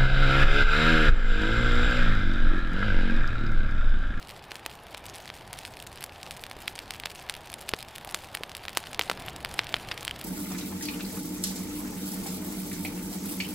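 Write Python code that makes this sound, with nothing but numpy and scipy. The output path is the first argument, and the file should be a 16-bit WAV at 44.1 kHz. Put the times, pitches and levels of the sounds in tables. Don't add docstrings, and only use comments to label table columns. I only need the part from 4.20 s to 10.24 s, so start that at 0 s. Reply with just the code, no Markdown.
import sys
import numpy as np
from scipy import signal
from scipy.fft import rfft, irfft
from scipy.io import wavfile
from scipy.ndimage import uniform_filter1d, minimum_filter1d, map_coordinates

SR = 44100
rng = np.random.default_rng(int(sys.argv[2]) if len(sys.argv) > 2 else 0)


def materialize(psi):
    bounded = np.clip(np.atleast_2d(psi).T, -1, 1)
    quanta = np.round(bounded * 32767).astype(np.int16)
    wavfile.write(sys.argv[1], SR, quanta)


def attenuation_scalar(level_db):
    decades = np.asarray(level_db, float) / 20
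    return 10 ** decades


N = 266364
LIFE = 1024


def unit(x):
    return x / np.sqrt(np.mean(x ** 2) + 1e-20)


def along(points, hz):
    f, v = np.transpose(points)
    return np.interp(np.log(hz + 1), np.log(f + 1), v)


def wobble(rate):
    knots = rng.standard_normal(int(N * rate / SR) + 4)
    return map_coordinates(knots, [np.arange(N) * rate / SR])


def rush(spectrum, patchy_db):
    hz, _, z = signal.stft(rng.standard_normal(N), SR, nperseg=1024)
    field = uniform_filter1d(rng.standard_normal(z.shape), 8, 0)
    field = uniform_filter1d(field, 5, 1)
    gain = attenuation_scalar(along(spectrum, hz)[:, None] + patchy_db * unit(field))
    return unit(signal.istft(z * gain, SR, nperseg=1024)[1][:N])


def flames(flame_db):
    # f/Hz, level/dB per Hz
    flame_tone = [(18, -12), (65, 3), (120, -1.5), (220, -8.5), (400, -8.5), (600, -22.5), (1200, -120)]
    flutter_db = 0.34 + 0.045 * np.clip(flame_db + 68.0, 0, 9)
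    return attenuation_scalar(flame_db + flutter_db * wobble(14)) * rush(flame_tone, patchy_db=0.8)


def roar(roar_db, flare):
    # f/Hz, level/dB per Hz
    roar_tone = [(150, -9), (250, -14.5), (496, -6.5), (775, -1), (1100, -8), (1400, -14), (1820, -13.5),
                 (3080, -120)]
    return attenuation_scalar(roar_db + 0.37 * flare) * rush(roar_tone, patchy_db=1.1)


def steam(steam_db, flare):
    # f/Hz, level/dB per Hz
    steam_tone = [(900, -35), (1250, 12), (3350, 10), (5000, -2), (5900, -7), (7000, -46), (9000, -120)]
    return attenuation_scalar(steam_db - 2.0 + 1.4 * flare) * rush(steam_tone, patchy_db=-1.5)


def steam_pressure(clock):
    # t/s, level/dB
    jets = [(0, -62), (.3, -67.5), (.95, -67.5), (1.45, -60), (1.7, -66.5), (2, -62), (2.38, -63),
            (2.65, -60.5), (3.05, -62.5), (3.4, -63), (4.3, -63), (5.1, -65), (5.32, -59.5), (6.04, -60.5)]
    # t/s, level/dB
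    vents = [
        (3.946, -46.5),
        (4.574, -48),
        (4.8, -48.5),
    ]
    fall = 134
    power = attenuation_scalar(2 * np.interp(clock, *np.transpose(jets)))
    for s, db in vents:
        power = power + (clock > s) * attenuation_scalar(2 * (db - fall * np.abs(clock - s)))
    return 10 * np.log10(power)


def fizz(fizz_db, fibres):
    # f/Hz, level/dB per Hz
    fizz_tone = [(5000, -2), (5800, -9), (7100, -8), (10700, -9.5), (15000, -12.5), (15700, -36),
                 (15950, -120)]
    jolt = np.diff(fibres, prepend=0) ** 2
    wide_swell = np.sqrt(np.abs(uniform_filter1d(jolt, 700)))
    close_swell = np.sqrt(np.abs(uniform_filter1d(jolt, 220)))
    seep = attenuation_scalar(fizz_db + 1.1 + 3.3 * wobble(40) + 1.2 * wobble(160))
    return (seep + 0.13 * wide_swell + 0.14 * close_swell) * rush(fizz_tone, patchy_db=2.8)


def causal(db):
    fold = np.r_[1, np.full(LIFE // 2 - 1, 2.), 1, np.zeros(LIFE // 2 - 1)]
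    return np.exp(rfft(irfft(np.log(attenuation_scalar(db)), LIFE) * fold))


def bursts(s, peak_db, hollow_hz, thud_db, snap_db, echo_db, t60):
    # f/Hz, level/dB
    burst_tone = [(120, -25), (320, -3), (900, 0.5), (2400, 1), (4800, -4), (6500, -8), (10500, -15.5),
                  (15200, -16), (16300, -41), (16800, -92)]
    count = len(s)
    t, hz = np.arange(LIFE) / SR, np.fft.rfftfreq(LIFE, 1 / SR)

    late = t > .0002
    scatter = attenuation_scalar(echo_db - 60 * t / t60)
    snow_tail = attenuation_scalar(echo_db - 23.5 - 60 * t / 0.15)
    echoes = rfft(late * (scatter + snow_tail) * rng.standard_normal((count, LIFE)))
    hollow = causal(6.9 / (1 + ((hz - hollow_hz[:, None]) / 450) ** 2) - 0.64 * hz / 10000)
    thin = hz ** 2 / (hz ** 2 + 1900 ** 2)

    low = 1 / (1 + (hz / 1200) ** 4)
    high = 1 / (1 + (6000 / (hz + 1)) ** 8)
    glint_db = 7 * rng.standard_normal((count, 1))
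    glint_hz = rng.uniform(5660, 13600, (count, 1))
    glint = glint_db / (1 + ((hz - glint_hz) / 1500) ** 2)
    balance = np.outer(thud_db + 11.5, low) + np.outer(snap_db + 10.5, high)
    colour = causal(along(burst_tone, hz) + glint + balance)

    swing = np.clip(.45 - 0.014 * thud_db, .1, .92)[:, None]
    rebound = swing * np.exp(-2j * np.pi * hz * 0.00015)
    spectrum = (echoes * hollow * thin + rebound - 1) * colour
    crest = np.abs(irfft(spectrum * (hz > 1200), LIFE)).max(1)
    wave = irfft(spectrum, LIFE) * (attenuation_scalar(peak_db) / crest)[:, None]
    at = np.round(s * SR).astype(int)[:, None] + np.arange(LIFE)
    return np.bincount(at.ravel(), wave.ravel(), N + LIFE)[:N]


def ticks(s, peak_db, snap_db, echo_db):
    draw = rng.standard_normal((len(s), 2))
    hollow_hz = 3000 * np.exp(0.56 * draw[:, 0])
    thud_db = -16 + 3.0 * draw[:, 1]
    return bursts(s, peak_db, hollow_hz, thud_db, snap_db, echo_db, t60=0.0092)


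def crackle(fizz_db, count=650):
    s, size, snap = rng.random((count, 3)).T
    s = s * (N - 1) / SR
    at = (s * SR).astype(int)
    peak_db = .5 * fizz_db[at] - 15 + 5 * size ** 2 + 3.8 * wobble(18)[at]
    return ticks(s, peak_db, -12 + 16 * snap, echo_db=-11.5)


def splits():
    # t/s, level/dB (peak)
    damp = [(.0274, -29), (.1019, -27.5), (.3086, -31), (0.9455, -30), (1.0774, -26), (1.3385, -26),
            (1.8212, -27), (2.0647, -27), (2.075, -31), (2.5595, -29.5), (2.8597, -28), (2.87, -31),
            (3.329, -26), (3.4839, -27), (3.8912, -26), (4.0378, -31), (4.045, -31), (4.3169, -26),
            (4.659, -31), (4.903, -24), (4.931, -29), (5.3133, -26.5), (5.415, -29), (5.4352, -26.5),
            (5.492, -24.5), (5.5985, -29), (5.6875, -23), (5.7418, -29), (5.871, -27), (5.894, -33)]
    # t/s, level/dB (peak)
    seasoned = [(.109, -28), (.24, -32.5), (0.3556, -21.5), (0.963, -28), (1.456, -29), (1.7284, -30.5),
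                (1.758, -29.5), (1.8081, -27), (1.827, -24), (1.8626, -30), (2.7376, -25), (2.7471, -28.5),
                (2.9968, -31), (3.1075, -29), (3.166, -28), (3.2732, -29.5), (3.588, -27), (3.6852, -27.5),
                (3.8988, -30), (4.144, -31), (4.2948, -25.5), (4.6702, -24), (4.8355, -25.5), (5.0622, -27),
                (5.2913, -32), (5.3896, -22), (5.526, -26), (5.559, -26), (5.78, -28), (5.9592, -30)]
    # t/s, level/dB (peak)
    brittle = [(0.7733, -27), (0.778, -26), (.856, -27), (0.865, -27), (.8978, -28.5), (.983, -29.5),
               (1.4775, -29), (1.6009, -26), (1.671, -25), (1.8413, -25), (2.117, -28), (2.1709, -27.5),
               (2.5545, -25.5), (2.9001, -28), (2.9175, -30), (2.9507, -29.5), (3.258, -33),
               (3.3003, -23.5), (3.3184, -29), (3.7552, -26), (3.874, -27.5), (4.5308, -28), (4.8215, -30),
               (4.9985, -27.5), (5.0222, -28.5), (5.088, -27), (5.0974, -27), (5.1624, -23.5),
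               (5.8086, -25), (5.995, -29)]
    # t/s, level/dB (peak)
    lone = [(.164, -33), (.3657, -43), (.3948, -33), (.4517, -33), (.5897, -46), (.841, -33), (1.0317, -40),
            (1.0568, -28), (1.14, -33), (1.1665, -33.5), (1.1859, -34), (1.2097, -33), (1.2769, -31.5),
            (1.5383, -31), (1.57, -27), (1.717, -34), (1.7746, -30), (1.9225, -34), (2.1946, -31),
            (2.2986, -31), (2.6011, -31), (2.7203, -30), (2.7568, -31), (3.5155, -29), (3.8116, -30.5),
            (4.5663, -28), (4.602, -37), (5.0509, -34), (5.3811, -39), (5.777, -21)]
    # t/s, level/dB (peak)
    faint_damp = [(0.017, -39), (0.1933, -34.5), (0.2516, -41), (0.4314, -40), (0.465, -38),
                  (0.4966, -30.5), (0.59, -37), (0.719, -40), (0.8843, -29.5), (0.9356, -37), (1.049, -40),
                  (1.0913, -30), (1.2204, -40), (1.2258, -39), (1.3085, -35), (1.3594, -39), (1.428, -37),
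                  (1.489, -42), (1.6206, -38), (1.7682, -38), (1.7834, -35), (1.8148, -33), (1.8946, -30.5),
                  (1.9499, -42), (1.96, -34), (2.0016, -36), (2.254, -33), (2.5796, -31), (2.87, -32),
                  (2.9926, -31), (3.013, -37), (3.017, -35), (3.0254, -40), (3.0657, -37), (3.2445, -39),
                  (3.4606, -42), (3.963, -33), (4.0143, -39), (4.3947, -36), (4.4236, -37), (4.4372, -28),
                  (4.6024, -36), (4.8781, -36), (4.9347, -37), (5.0099, -43), (5.402, -41), (5.5219, -37),
                  (5.5846, -36), (5.6488, -32), (5.6761, -40), (5.6917, -39), (5.7148, -18), (5.7242, -27),
                  (5.825, -31), (5.8949, -27)]
    # t/s, level/dB (peak)
    faint_seasoned = [(0.0226, -40), (0.0492, -42), (0.0853, -31.5), (0.2322, -41), (0.309, -33),
                      (0.5142, -30.5), (0.5375, -34), (0.6264, -43), (0.9263, -43), (1.0013, -32.5),
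                      (1.1514, -38), (1.1938, -46), (1.353, -41), (1.4331, -35), (1.4623, -30),
                      (1.5912, -33), (1.7363, -42), (2.0146, -35), (2.1259, -40), (2.1657, -33),
                      (2.4577, -36), (2.5733, -39), (2.658, -36), (2.679, -32.5), (2.782, -44),
                      (2.8556, -25), (2.9216, -37), (2.957, -28.5), (3.0894, -27), (3.123, -32),
                      (3.2554, -44), (3.2625, -43), (3.545, -29), (3.606, -26), (3.6805, -40),
                      (3.7124, -37), (3.9724, -33), (3.989, -32), (4.0446, -34), (4.0569, -40),
                      (4.0872, -33), (4.3786, -32), (4.4326, -35), (4.441, -36), (4.5044, -34),
                      (4.6293, -32), (4.716, -35), (4.8215, -29), (4.8663, -39), (4.9941, -35),
                      (5.0776, -36), (5.2049, -30.5), (5.4983, -32), (5.556, -33), (5.962, -26.5)]
    # t/s, level/dB (peak)
    faint_brittle = [(0.0727, -32), (0.1381, -39), (0.3656, -39), (0.528, -36), (0.5535, -32.5),
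                     (0.6009, -42), (0.668, -32.5), (0.6835, -37), (0.6988, -46), (0.7443, -33),
                     (0.8913, -32), (0.9397, -33.5), (0.9516, -34), (0.9575, -27), (0.9785, -35),
                     (1.004, -33), (1.0826, -41), (1.4706, -31), (1.6668, -27), (2.3213, -36),
                     (2.3312, -38), (2.3673, -33), (2.3887, -33), (2.404, -32), (2.4187, -30),
                     (2.4229, -31), (2.5093, -38), (2.5263, -41), (2.7634, -31), (2.9044, -35),
                     (2.915, -34), (3.3867, -32), (3.3927, -33), (3.4077, -31), (3.426, -32.5),
                     (3.4765, -35), (3.4885, -26), (3.6488, -35), (3.907, -33), (3.9234, -29),
                     (4.0214, -34), (4.1262, -43), (4.3303, -40), (4.4624, -42), (4.5334, -38),
                     (4.581, -32), (4.714, -32), (4.8534, -37), (5.0035, -33), (5.2892, -34), (5.2939, -35),
                     (5.381, -28), (5.6091, -36), (5.6126, -37), (5.9914, -40)]
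    # t/s, level/dB (peak)
    fine_seasoned = [(0.0492, -43), (0.1197, -38), (0.1954, -43), (0.2237, -43), (0.511, -38),
                     (0.8415, -38), (0.8477, -44), (1.0483, -36), (1.064, -43), (1.1938, -43),
                     (1.2478, -45), (1.2522, -40), (1.3594, -39), (1.4341, -35), (1.5292, -41),
                     (1.5437, -39), (1.6373, -40), (1.7853, -36), (2.058, -36), (2.1259, -40), (2.412, -34),
                     (2.5593, -30.5), (2.7821, -42), (2.9151, -36), (2.9602, -34), (2.9756, -37),
                     (3.0693, -45), (3.089, -40), (3.1757, -37), (3.2316, -44), (3.2445, -42),
                     (3.2554, -40), (3.2625, -40), (3.59, -28), (3.5996, -31), (3.6145, -31), (3.699, -42),
                     (4.116, -43), (4.1312, -38), (4.4095, -43), (4.4411, -35), (4.6338, -37),
                     (4.6653, -37), (4.7096, -36), (4.76, -42), (4.8781, -36), (4.9749, -32), (5.0771, -33),
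                     (5.1046, -34), (5.2711, -37), (5.3082, -37), (5.402, -40), (5.4084, -37),
                     (5.4526, -39), (5.5213, -37), (5.5686, -27), (5.7962, -33), (5.9412, -41)]
    # t/s, level/dB (peak)
    fine_brittle = [(0.174, -47), (0.3027, -45), (0.3344, -43), (0.3656, -37), (0.5025, -34), (0.6357, -39),
                    (0.7257, -39), (0.8623, -37), (0.9516, -36), (0.968, -36), (1.0133, -40), (1.0826, -41),
                    (1.1637, -42), (1.3488, -40), (1.5118, -41), (1.5804, -47), (1.6977, -42),
                    (1.9333, -41), (2.0876, -43), (2.1417, -43), (2.4065, -38), (2.4689, -42),
                    (2.9044, -31.5), (3.0155, -39), (3.0767, -42), (3.08, -46), (3.2483, -43),
                    (3.2939, -41), (3.421, -33), (3.5645, -33), (3.6909, -36), (3.7086, -37), (3.8266, -45),
                    (3.9904, -35), (4.0005, -41), (4.0041, -40), (4.2617, -46), (4.3839, -42),
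                    (4.4624, -39), (4.5017, -39), (4.5189, -42), (4.5572, -30), (4.581, -30), (4.6834, -42),
                    (4.7754, -36), (4.9702, -41), (5.0039, -34), (5.0205, -35), (5.1832, -41),
                    (5.2113, -37), (5.2281, -32), (5.3368, -40), (5.3849, -43), (5.5083, -45),
                    (5.7885, -37), (5.8136, -34), (5.8456, -35), (5.9902, -32)]
    kinds = (
        (damp, -11.5), (seasoned, -6), (brittle, -2.7), (lone, -9.5),
        (faint_damp, -21), (faint_seasoned, -8), (faint_brittle, -3.5),
        (fine_seasoned, -11), (fine_brittle, -1.5))
    rows = [(s, db, snap_db) for table, snap_db in kinds for s, db in table]
    return ticks(*np.transpose(rows), echo_db=-13.5)


def pops():
    # t/s, level/dB (peak), f/Hz (hollow between sticks), snap level/dB
    twig_pops = [(.093, -25, 4910, -6), (1.3889, -21, 5440, -5), (1.4512, -18.5, 3400, -11),
                 (1.625, -24, 2540, 1), (2.0308, -22.5, 5400, -6.5), (2.1095, -18.5, 4970, -6),
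                 (2.238, -18, 3140, -7), (2.4762, -24.5, 3080, -9), (2.5902, -17, 2420, -6.5),
                 (2.7996, -20.5, 2890, -2), (2.9044, -36, 2890, -7), (3.1399, -22, 2970, -8),
                 (3.1514, -23, 2910, -8), (3.3403, -18, 3250, -6), (3.4124, -25.5, 5450, 6),
                 (3.6274, -22, 4950, -4), (3.76, -20, 2540, -2), (4.1471, -23, 2070, -18),
                 (4.3506, -18.5, 2860, -8), (4.3678, -21.5, 5130, 2), (4.5502, -25, 5120, -5),
                 (4.7461, -19.5, 3320, -10), (5.469, -22, 4630, -11), (5.8501, -16, 2950, 0),
                 (6.0132, -20.5, 4930, -3.5)]
    # t/s, level/dB (peak), f/Hz (hollow), snap level/dB
    bark_pops = [(.3176, -18, 1680, -11), (.7468, -19, 2500, -13), (1.1013, -21, 1640, -18),
                 (1.3305, -16.5, 4930, 0.5), (2.2656, -22.5, 3400, -5), (2.3132, -20.5, 2230, -9),
                 (2.5795, -33, 2430, -21), (2.8364, -21, 3120, -33), (3.7824, -21, 1700, -6),
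                 (3.8482, -20.5, 5360, 2), (3.911, -23.5, 2580, 4), (4.1721, -19, 2710, -9.5),
                 (4.453, -20.5, 1960, -11), (4.4939, -21, 1490, -4), (4.581, -29, 2220, 12),
                 (4.6395, -25, 2630, -24), (4.7314, -18.5, 2410, -5), (4.9197, -24, 3380, -4),
                 (4.9747, -25.5, 2390, -19), (5.0835, -19.5, 3180, -26), (5.259, -23.5, 2240, -17),
                 (5.341, -19, 2130, 0), (5.4439, -23, 3570, 1), (5.5657, -21.5, 2710, -13),
                 (5.8296, -20.5, 2580, -1)]
    # t/s, level/dB (peak), f/Hz (hollow), thud level/dB, snap level/dB
    log_pops = [(.4623, -11.5, 2130, -2.5, -3.5), (1.8399, -13.5, 4950, -6.5, 2),
                (2.4795, -11, 3260, -17, -13.5), (2.7074, -13, 2500, -12, -5), (2.858, -11, 2340, -7, -9),
                (3.0973, -10, 4740, -13.5, -10), (3.4914, -10.5, 4700, -21, -0.5),
                (3.537, -9, 1520, -4, -21), (3.9455, -6, 1400, -6, -5), (4.1501, -10.5, 2710, -12, -2),
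                (4.2352, -14, 1750, -7, -12.5), (4.4823, -15.5, 2110, -10, -14), (4.5723, -2, 1350, -2, -3),
                (4.7938, -4.5, 2130, -3.5, -5.5), (4.8123, -11, 3170, -13, -36),
                (4.8984, -7, 1370, 1, -10.5), (4.9143, -15, 1460, 4, -10), (4.9152, -19, 2400, -3, -8),
                (5.2486, -11.5, 3370, -11.5, -9.5), (5.392, -4.5, 3370, -10.5, -21.5),
                (5.5419, -7, 3270, -6, -22.5), (5.7137, -18.5, 3200, -6, -26), (5.718, -15, 4840, -12, -28),
                (5.8793, -13.5, 3180, -20, -11), (5.9106, -18, 3180, -27, -10)]
    rows = [*log_pops]
    for table, thud_db in ((bark_pops, -5), (twig_pops, -33)):
        rows += [(s, db, hz, thud_db, snap_db) for s, db, hz, snap_db in table]
    return bursts(*np.transpose(rows), echo_db=-20.0, t60=0.013)


def knocks():
    # t/s, level/dB (peak), f/Hz, t60/s
    log_knocks = [
        (2.072, -33, 620, 0.011),
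        (2.366, -33.5, 420, 0.016),
        (3.5367, -21.5, 454, 0.02),
        (3.5359, -30.5, 173, 0.02),
        (3.5368, -28, 620, 0.0084),
        (3.8762, -28, 805, 0.022),
        (4.2092, -27, 477, 0.013),
        (4.794, -21.5, 442, 0.022),
    ]
    # t/s, level/dB (peak), f/Hz, t60/s
    stick_rings = [
        (2.4795, -27, 3240, 0.0052),
        (3.0973, -24, 3750, 0.0073),
        (4.7938, -25, 940, .01),
        (4.8123, -27, 3160, 0.014),
        (5.392, -26, 3290, 0.01),
        (5.5419, -12.5, 3220, 0.0083),
        (5.718, -21.5, 4760, 0.0086),
        (5.8793, -16.5, 3140, .006),
        (5.9106, -22, 3140, 0.0085),
    ]
    wood, t = np.zeros(N), np.arange(LIFE) / SR
    for table, wait in ((log_knocks, 0), (stick_rings, .5)):
        for s, db, hz, t60 in table:
            ring = attenuation_scalar(db - 60 * t / t60) * np.sin(2 * np.pi * hz * t)
            wood[round(s * SR):][:LIFE] -= (hz * t >= wait) * ring
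    return wood


def scene():
    # t/s, flame level/dB, roar level/dB, steam level/dB
    fire = [
        (0, -53.5, -50, -54.5),
        (4.55, -53, -50, -54),
        (4.95, -46, -47, -50.5),
        (6.04, -48.5, -48.5, -50.5),
    ]
    clock = np.arange(N) / SR
    s, *cols = np.transpose(fire)
    flame_db, roar_db, steam_db = (np.interp(clock, s, c) for c in cols)
    fizz_db = steam_pressure(clock)
    flare = wobble(7.6)
    fibres = splits()
    bed = flames(flame_db) + roar(roar_db, flare) + steam(steam_db, flare) + fizz(fizz_db, fibres)
    mid = bed + crackle(fizz_db) + fibres + pops() + knocks()
    return np.array([mid, mid])


def masked(dry, depth_db=-21, top_db=-62):
    hz, _, z = signal.stft(dry, SR, nperseg=256)
    size = uniform_filter1d(np.abs(z), size=3, axis=1)
    around = uniform_filter1d(size, size=15, axis=1)
    nearby = -minimum_filter1d(-around, size=11, axis=2)
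    spared = uniform_filter1d(rng.standard_normal(z.shape[1:]), size=5, axis=0) > 0
    kept = (size > attenuation_scalar(depth_db) * nearby) | spared | (hz < 5500)[:, None]
    kept &= (nearby > attenuation_scalar(top_db)) | (hz < 15900)[:, None]
    return signal.istft(z * kept, SR, nperseg=256)[1][:, :N]


def stereo_grain(mid):
    # f/Hz, side-to-mid level/dB
    side_tone = [(60, -20), (400, -21), (2500, -22), (5000, -18), (15000, -13)]
    hz, t, z = signal.stft(mid, SR, nperseg=1024)
    size = uniform_filter1d(np.abs(z), 9, 0)
    noise = signal.stft(rng.standard_normal(N), SR, nperseg=1024)[2]
    edges = [350, 700, 1000, 1400, 1900, 2600, 3400, 4200, 5700, 7000, 9600, 12000, 14000, 15900]
    bands = np.searchsorted(edges, hz)
    pairs = len(t) // 2 + 1
    luck = rng.standard_normal((15, pairs)) + 1.2 * rng.standard_normal(pairs)
    rarity = np.where(hz < 4200, .75, -.6)[:, None]
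    kept = luck[bands].repeat(2, 1)[:, :len(t)] > rarity
    grain = unit(np.abs(noise)) * np.exp(1j * np.angle(noise)) * size * kept
    return signal.istft(grain * attenuation_scalar(along(side_tone, hz))[:, None], SR, nperseg=1024)[1][:N]


def top_cut(x):
    return signal.sosfilt(signal.butter(12, 16820, fs=SR, output="sos"), x)


def record(dry):
    dry = masked(dry)
    side = stereo_grain(dry[0])
    return top_cut(dry + [side, -side])


dry = scene()
out = record(dry)
materialize(out)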